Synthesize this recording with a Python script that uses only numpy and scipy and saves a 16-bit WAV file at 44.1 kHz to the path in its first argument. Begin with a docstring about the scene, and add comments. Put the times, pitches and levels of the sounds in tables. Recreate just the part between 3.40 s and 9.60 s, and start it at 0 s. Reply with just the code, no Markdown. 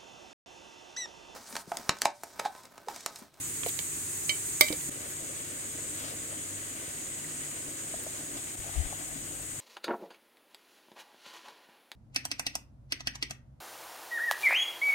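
"""Samovar tea under cicadas

Glassware is nudged and set down on a metal tray, and each impact excites the normal modes of both.
A thin stream of hot water then runs from a samovar tap onto the leaves in a glass teapot, where
trapped air resonates as a soft gurgle. Cicadas drive their body resonances with trains of clicks,
over open air and a distant motor. Near the end a puff of wind buffets the left microphone."""
import sys
import numpy as np
from scipy import signal
from scipy.fft import rfft, irfft, next_fast_len
from scipy.io import wavfile

SR = 44100
rng = np.random.default_rng(int(sys.argv[2]) if len(sys.argv) > 2 else 0)


def generate_wav(signal):
    """Clip the signal to [-1, 1] and save it as 16-bit WAV at the path in sys.argv[1]."""
    frames = np.transpose(np.atleast_2d(signal))
    scaled = np.clip(frames, -1, 1) * 32767
    pcm = np.round(scaled).astype(np.int16)
    wavfile.write(sys.argv[1], SR, pcm)


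N = 273508
TIME = np.arange(N) / SR

# Moments of harder churning, as level changes:
# middle_s, length_s, gurgle_db, burble_db, splash_db, spray_db
STREAM_SURGES = [(2.65, 0.24, 0, 8.6, 5, 13.5), (4.286, .07, 2, 8, -3.5, 4),
                 (4.677, 0.54, 5.5, 1, -1.5, 6.9), (4.975, 0.087, 7.5, 3, -3, 12),
                 (5.43, 0.95, -2, 9, 3, 4.1)]

def pour(start_s=1.5):
    """Air entrainment: a steady jet folds bubbles into the tea and spatters, left of the listener."""
    poured_s = np.maximum(TIME - start_s, 0)
    gurgle_db, burble_db, splash_db, spray_db = sum(
        np.outer(changes_db, swell(middle_s, length_s))
        for middle_s, length_s, *changes_db in STREAM_SURGES)
    pot = gurgle(-53 + gurgle_db) + burble(-56 + burble_db, poured_s)
    strainer = spatter(-54 + splash_db, -61.5 + spray_db)
    return (TIME >= start_s) * (pan(5.5) * left_late(pot, lag_s=-0.00029) + pan(8) * strainer)


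# Spectrum of the large bubbles in the pot: pitch_hz, relative_db
GURGLE_SPECTRUM = [(180, -34), (290, 4.5), (430, -13.5), (590, -2), (750, -33), (1200, -39)]

def gurgle(level_db):
    """Minnaert resonance: trapped air is a spring and water its mass, so large bubbles ring low."""
    return from_db(level_db) * bubbles(GURGLE_SPECTRUM, per_s=1400, cycles=15.4, size_db=1.5, clump_db=3)


def burble(level_db, poured_s, start_hz=514.8, climb_hz_per_s=40, fade_db_per_s=1.5, width_hz=230):
    """Cavity resonance: air pockets under the jet ring near a pitch that climbs as the pot fills."""
    pitch_hz = start_hz + climb_hz_per_s * poured_s
    shake = cut(rng.standard_normal(N) + 1j * rng.standard_normal(N), width_hz / 2, "low")
    noise_band = np.real(shake * np.exp(1j * phase_of(pitch_hz)))
    lumps = from_db(3.5 * drift(21))
    return from_db(level_db - fade_db_per_s * poured_s) * rms_one(noise_band * lumps)


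# Spectrum of the splash on the leaves and steel strainer: pitch_hz, relative_db
SPLASH_SPECTRUM = [(850, -32), (1200, -3), (1400, -5), (1850, 3.5), (2300, -3), (3200, -1), (4200, -3.5),
                   (6000, -12)]
# Spectrum of the fine droplets: pitch_hz, relative_db
SPRAY_SPECTRUM = [(800, -2.5), (1500, 5), (2500, -3), (3600, 9.5), (4800, 4), (6000, 10)]

def spatter(splash_db, spray_db, echo_db=-3):
    """Small resonators ring high and briefly: splash and spray in the strainer, with reflections."""
    splash = bubbles(SPLASH_SPECTRUM, per_s=3000, cycles=16, size_db=2, clump_db=2.5)
    spray = bubbles(SPRAY_SPECTRUM, per_s=4000, cycles=6, size_db=2, clump_db=2.5)
    drops = from_db(splash_db) * splash + from_db(spray_db) * spray
    return left_late(drops, lag_s=-0.00034) + from_db(echo_db) * scatter(drops, t60=0.12)


def bubbles(spectrum, per_s, cycles, size_db, clump_db, pitch_count=24):
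    """Damped oscillation: bubbles are born in random clumps, each ringing at the pitch of its size."""
    births = np.flatnonzero(rng.random(N) < per_s * from_db(clump_db * drift(14)) / SR)
    strengths = from_db(size_db * np.minimum(rng.exponential(1, len(births)), 4))
    strengths *= rng.choice([-1, 1], len(births))
    pitch_index = rng.integers(0, pitch_count, len(births))
    sound = 0
    for k, hz in enumerate(np.geomspace(spectrum[0][0], spectrum[-1][0], pitch_count)):
        clicks = np.zeros(N)
        clicks[births] = strengths * (pitch_index == k)
        sound = sound + from_db(at_hz(spectrum, hz)) * rms_one(ring(clicks, hz, t60=cycles / hz))
    return rms_one(sound)


# Impacts of glass on the tray, levels relative: start_s, clink_db, tray_db, crack_db, crack_cutoff_hz
IMPACTS = [(.234, -45, -61, -15.5, 2980), (.262, -57, -58, -21.5, 4500), (.270, -63, -60, -29, 12000),
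           (0.285, -62, -60, -26, 14000), (0.293, -56, -60, -25, 14000), (0.3903, -40, -58, -16.5, 11000),
           (0.8939, -17.5, -24.5, -18.5, 4500), (1.2095, -39, -8, -0.5, 15300),
           (1.222, -51.5, -48, -30, 15000), (1.284, -33.5, -53, -22, 12000),
           (1.326, -57, -38, -17.5, 11000), (1.409, -58, -53.5, -30, 6000)]
# Modes that ring when the glass clinks, the glass's own plus one low tray tone:
# pitch_hz, relative_db, t60_s, left_over_right_db
CLINK_MODES = [(1061, -22, .1, -3), (2060, -15, .06, -3), (2225, -5, .05, -4), (2290, -3, .09, -4),
               (3050, -2.5, .075, -10), (3860, -18, .06, -8), (4280, -14, .07, -8), (5050, -14, .06, -10),
               (6260, -18, .06, -8)]
# Normal modes of the tray: pitch_hz, relative_db, t60_s, left_over_right_db
TRAY_MODES = [(608, -20, .19, 0), (1061, -27, .24, 0), (1190, -21, .07, -6), (1561, -31, .22, 0),
              (2076, -12, .12, -2), (2180, -5, .05, -3), (2318, -16, .27, -3), (3200, -14, .06, -8),
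              (3810, -22, .18, -8), (4620, -14, .05, -7), (4705, -23, .18, -7), (5600, -12, .04, -9),
              (7960, -10, .05, -7), (11460, -12, .03, -10), (12620, -13, .03, -9)]

def glassware(yard_db=-14):
    """Impact excitation: glass meets metal on the right, both ring, and the yard reverberates."""
    starts_s, clink_db, tray_db, crack_db, cutoffs_hz = np.transpose(IMPACTS)
    crack = cracks(starts_s, crack_db, cutoffs_hz)
    clink = struck(CLINK_MODES, starts_s, clink_db)
    tray = struck(TRAY_MODES, starts_s, tray_db)
    direct = left_late(crack + clink + tray, lag_s=0.000432)
    return direct + from_db(yard_db) * scatter(direct, t60=0.3)


def struck(modes, starts_s, levels_db, rattle_db=3, rattle_hz=70):
    """Modal superposition: each impact rings every mode, and a loose seat makes each ring flutter."""
    clicks = np.zeros(N)
    clicks[np.round(starts_s * SR).astype(int)] = from_db(levels_db)
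    sound = 0
    for k, (hz, level_db, t60, side_db) in enumerate(modes):
        gain = from_db(level_db + rattle_db * drift(rattle_hz))
        sound = sound + (-1) ** k * gain * pan(side_db) * ring(clicks, hz, t60)
    return sound


# Spectrum of the sharp crack of a hard contact, as the microphone colours it: frequency_hz, relative_db
CRACK_SPECTRUM = [(100, -17), (250, 5), (900, -3.5), (1500, -9.5), (2100, 7.5), (2650, -3), (3100, 8),
                  (4600, 3), (6000, 0.5), (8000, 6), (10200, -6), (11600, 4), (13800, 4), (14600, 4),
                  (15400, 5)]

def cracks(starts_s, levels_db, cutoffs_hz, crack_t60=0.018, buzz_db=-20, buzz_t60=0.09):
    """Impact transient: a hard contact gives a broadband crack followed by a short buzz."""
    grit = from_db(-5) * pan(-8) * noise(CRACK_SPECTRUM)
    sound = 0
    for start_s, level_db, cutoff_hz in zip(starts_s, levels_db, cutoffs_hz):
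        age = TIME - start_s
        envelope = dying(age, crack_t60) + from_db(buzz_db) * dying(age, buzz_t60)
        sound = sound + cut(from_db(level_db) * envelope * grit, cutoff_hz, "low")
    return sound


# Dull knocks, drips and big bubbles: start_s, level_db, pitch_hz, t60_s, left_over_right_db
PLOP_EVENTS = [(.262, -32, 693, 0.05, -16), (.263, -20, 467, 0.019, 2), (1.302, -29.5, 301, 0.17, -3.5),
               (1.303, -38, 480, 0.052, -19), (1.329, -28, 520, 0.041, -5), (1.489, -30, 275, 0.042, 7.5),
               (3.843, -37, 1960, 0.032, 11), (4.28, -41.5, 314, 0.081, 8), (4.540, -26, 640, 0.02, 7),
               (4.665, -28, 619, 0.029, 4), (5.24, -41.5, 802, 0.034, 11), (5.291, -33, 710, 0.02, 4),
               (5.356, -35, 690, 0.027, 9), (5.455, -42, 755, 0.024, 4.5), (5.526, -34, 732, 0.037, 9),
               (5.625, -43, 700, .03, 7)]

def plops(roughness=0.6, shake_hz=220, attack_s=0.0012):
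    """Heavy damping: each knock or drip is one quickly dying mode, roughened by random modulation."""
    shake = rms_one(cut(rng.standard_normal(N), shake_hz, "low"))
    sound = 0
    for start_s, level_db, hz, t60, side_db in PLOP_EVENTS:
        age = np.maximum(TIME - start_s, 0)
        envelope = (1 - np.exp(-age / attack_s)) * dying(age, t60)
        phase = 2 * np.pi * hz * age
        tone = np.sin(phase) + roughness * shake * np.cos(phase)
        sound = sound + pan(side_db) * from_db(level_db) * envelope * tone
    return sound


# Light rubs as the things are handled: middle_s, length_s, level_db
RUBS = [(0.28, .08, -36), (1.065, .05, -41), (1.698, 0.088, -46), (2.58, 0.37, -50), (4.63, .12, -50)]

def rubbing(edge_hz=10500, grain_db=4):
    """Sliding friction: light rubbing gives a thin, grainy hiss."""
    hiss = cut(rng.standard_normal((2, N)), edge_hz, "high", order=4)
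    grain = from_db(grain_db * drift(90))
    return swells(RUBS) * pan(-5) * rms_one(hiss * grain)


# Body resonances, one cicada to a row: pitch_hz, bandwidth_hz, relative_db
CICADA_RESONANCES = [(6690, 880, -4.5), (6930, 400, -3), (7120, 300, -6), (7640, 450, -5.5),
                     (7970, 230, -2), (8250, 440, 0.5), (8720, 540, -8), (8880, 290, -5.5),
                     (9700, 860, -13.5)]

def cicadas(tymbal_hz=219.4, rate_spread=0.06, jitter=0.02, throb_db=1, swell_db=-0.68):
    """Pulsed resonance: buckling tymbals drive each insect's body, and the trees blur the pulses."""
    chorus = 0
    for hz, width_hz, level_db in CICADA_RESONANCES:
        click_hz = tymbal_hz * (1 + rate_spread * rng.uniform(-1, 1) + jitter * drift(25))
        clicks = np.diff(np.floor(np.cumsum(click_hz) / SR), prepend=0)
        clicks *= from_db(2.35 * rng.standard_normal(N))  # uneven in strength
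        body = ring(clicks, hz, t60=np.log(1000) / (np.pi * width_hz))
        song = cut(body, [0.89 * hz, 1.17 * hz], "band")
        blurred = np.array([rms_one(side) for side in scatter(song, t60=0.077)])
        chorus = chorus + from_db(level_db + throb_db * drift(6.8)) * blurred
    return from_db(swell_db * drift(2.9)) * rms_one(chorus)


# Spectrum of the fizz around the cicadas' song: frequency_hz, relative_db
FIZZ_SPECTRUM = [(2500, -8.5), (3500, -16), (5000, -17), (6500, 3.5), (9500, 7.5), (10600, 0), (12600, 3),
                 (14000, -2), (16000, 0)]

def fizz():
    """Incoherent noise: a treble fizz, independent on the two sides, surrounds the song."""
    return noise(FIZZ_SPECTRUM)


# Puffs of wind: middle_s, length_s, level_db
WIND_PUFFS = [(5.2, 0.035, -41), (5.393, .092, -23), (5.46, 0.05, -36)]

def wind(breeze_db, buffet_hz=54, unsteadiness=0.186, rumble_db=-8, right_db=-15):
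    """Turbulence: eddies buffet the left microphone at an uneven rate, over a low rumble."""
    force = from_db(breeze_db + 3 * drift(6.5)) + swells(WIND_PUFFS)
    eddies = np.sqrt(2) * np.sin(phase_of(buffet_hz * (1 + unsteadiness * drift(38.4))))
    rumble = rms_one(cut(rng.standard_normal((2, N)), [20, 70], "band"))
    return force * (eddies + from_db(rumble_db) * rumble) * from_db([[0], [right_db]])


# Spectrum of open air and leaves: frequency_hz, relative_db
AIR_SPECTRUM = [(20, -51), (60, -3), (105, -6), (155, -0.5), (200, -10), (300, 0.5), (400, -4.5),
                (520, -13.5), (850, -14.5), (1400, -12), (2000, -8.5), (3000, -13.5), (5000, -14),
                (16000, -23.5)]
# Likeness of its left and right sides: frequency_hz, correlation
AIR_COHERENCE = [(40, 1), (300, 0.8), (700, 0.22), (1500, 0), (16000, 0)]

def open_air(level_db, waver_db=0.5):
    """Diffuse field: the noise of air and leaves is alike on both sides only at long wavelengths."""
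    gain = from_db(level_db + waver_db * drift(11))
    return gain * left_late(noise(AIR_SPECTRUM, AIR_COHERENCE), lag_s=0.00005)


# Tones of a distant motor: pitch_hz, level_db
MOTOR_TONES = [(99, -54.5), (130, -62), (151, -58)]

def motor(waver=0.0255, throb_db=2.5):
    """Propagation outdoors: a motor's low tones waver in level and pitch on their way through the air."""
    hum = 0
    for hz, level_db in MOTOR_TONES:
        gain = from_db(level_db + throb_db * drift(1.5))
        hum = hum + gain * np.sin(phase_of(hz * (1 + waver * drift(8.7))))
    return pan(3.5) * hum


# The background at three listening places: start_s, air_db, song_db, song_left_over_right_db,
# fizz_db, fizz_left_over_right_db, motor_gain_db, breeze_db
LISTENING_PLACES = [(0, -44.5, -36.5, 0.5, -40.5, -4, -3, -75),
                    (1.497, -47.8, -40, 0.3, -45.5, 0.5, -1.5, -73),
                    (5.156, -50, -40, 3, -45.5, 1, 3, -55.5)]

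def background_levels():
    """Level depends on position: each listening place holds its own balance until the next begins."""
    starts_s, *columns = np.transpose(LISTENING_PLACES)
    place = np.searchsorted(starts_s[1:], TIME)
    return [column[place] for column in columns]


def dips(depth_db=-7.5, recovery_s=0.02):
    """Amplitude modulation: the level drops at each change of place and comes straight back."""
    depth = sum((TIME >= start_s) * np.clip(1 - (TIME - start_s) / recovery_s, 0, 1)
                for start_s, *_ in LISTENING_PLACES[1:])
    return from_db(depth_db * depth)


def from_db(db):
    """Amplitude ratio of a level in decibels."""
    return 10 ** (np.asarray(db) / 20)


def rms_one(x):
    """Normalisation to unit power."""
    return x / np.sqrt(np.mean(x ** 2) + 1e-20)


def at_hz(points, hz):
    """Interpolation on a log-frequency axis."""
    points_hz, values = np.transpose(points)
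    return np.interp(np.log(hz + 1e-9), np.log(points_hz), values)


def phase_of(hz):
    """Phase is the running integral of frequency."""
    return 2 * np.pi * np.cumsum(hz) / SR


def pan(left_over_right_db):
    """Level difference as a cue to direction: left and right gains."""
    return from_db(np.array([[.5], [-.5]]) * left_over_right_db)


def left_late(x, lag_s):
    """Path difference: sound from the right reaches the left later; a negative lag, earlier."""
    left, right = np.broadcast_to(x, (2, N))
    return np.array([np.interp(TIME - lag_s, TIME, left), right])


def drift(rate_hz):
    """Slow random fluctuation: low-passed noise of unit power."""
    step, settle = 40, 2000
    pole = np.exp(-2 * np.pi * rate_hz * step / SR)
    white = rng.standard_normal(N // step + settle + 2)
    slow = signal.lfilter([1], [1, -2 * pole, pole * pole], white)[settle:]
    return np.interp(np.arange(N) / step, np.arange(len(slow)), rms_one(slow))


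def noise(spectrum, coherence=None):
    """Spectral shaping: stereo noise of unit power with a given colour and left-right correlation."""
    size = next_fast_len(N)
    hz = np.fft.rfftfreq(size, 1 / SR)
    alike = 0 if coherence is None else np.clip(at_hz(coherence, hz), -1, 1)
    mid, side = rfft(rng.standard_normal((2, size)))
    stereo = np.sqrt(1 + alike) * mid + np.sqrt(1 - alike) * side * [[1], [-1]]
    return rms_one(irfft(stereo * from_db(at_hz(spectrum, hz)), size)[:, :N])


def ring(clicks, hz, t60):
    """Damped resonator: a unit click starts a decaying sine of height 1."""
    decay, angle = np.exp(-np.log(1000) / (t60 * SR)), 2 * np.pi * hz / SR
    return signal.lfilter([0, np.sin(angle)], [1, -2 * decay * np.cos(angle), decay ** 2], clicks + 1e-18)


def cut(x, hz, kind, order=2):
    """Maximally flat filter."""
    return signal.sosfilt(signal.butter(order, hz, kind, fs=SR, output="sos"), x + 1e-18)


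def dying(age, t60):
    """Exponential decay from age 0, falling 60 dB in t60 seconds."""
    return (age >= 0) * np.exp(-np.log(1000) * np.clip(age / t60, 0, 10))


def swell(middle_s, length_s):
    """Raised cosine: a smooth rise from 0 to 1 and back."""
    return np.cos(np.pi * np.clip((TIME - middle_s) / length_s, -.5, .5)) ** 2


def swells(events):
    """Superposed swells, each at its own level."""
    return sum(from_db(level_db) * swell(middle_s, length_s) for middle_s, length_s, level_db in events)


def scatter(x, t60):
    """Diffuse reflection: many small echoes off stone and trees, different on each side."""
    age = TIME[:SR // 2]
    echoes = rng.standard_normal((2, len(age))) * dying(age, t60)
    echoes /= np.sqrt(np.sum(echoes ** 2, axis=1, keepdims=True))
    return signal.fftconvolve(np.atleast_2d(x), echoes, axes=1)[:, :N]


def scene():
    """Linear superposition: the tea things, the insects and the open air add as pressures."""
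    air_db, song_db, song_side_db, fizz_db, fizz_side_db, motor_gain_db, breeze_db = background_levels()
    outdoors = open_air(air_db) + from_db(motor_gain_db) * motor()
    outdoors += from_db(song_db) * pan(song_side_db) * cicadas()
    outdoors += from_db(fizz_db) * pan(fizz_side_db) * fizz()
    return (pour() + glassware() + plops() + wind(breeze_db) + rubbing() + outdoors) * dips()


def record(dry, cutoff_hz=15800):
    """Clipping and band limiting: peaks stop at full scale, then a steep low-pass cuts the top."""
    low_pass = signal.ellip(10, .2, 80, cutoff_hz, fs=SR, output="sos")
    return signal.sosfilt(low_pass, np.clip(dry, -1, 1))


dry = scene()
out = record(dry)
generate_wav(out)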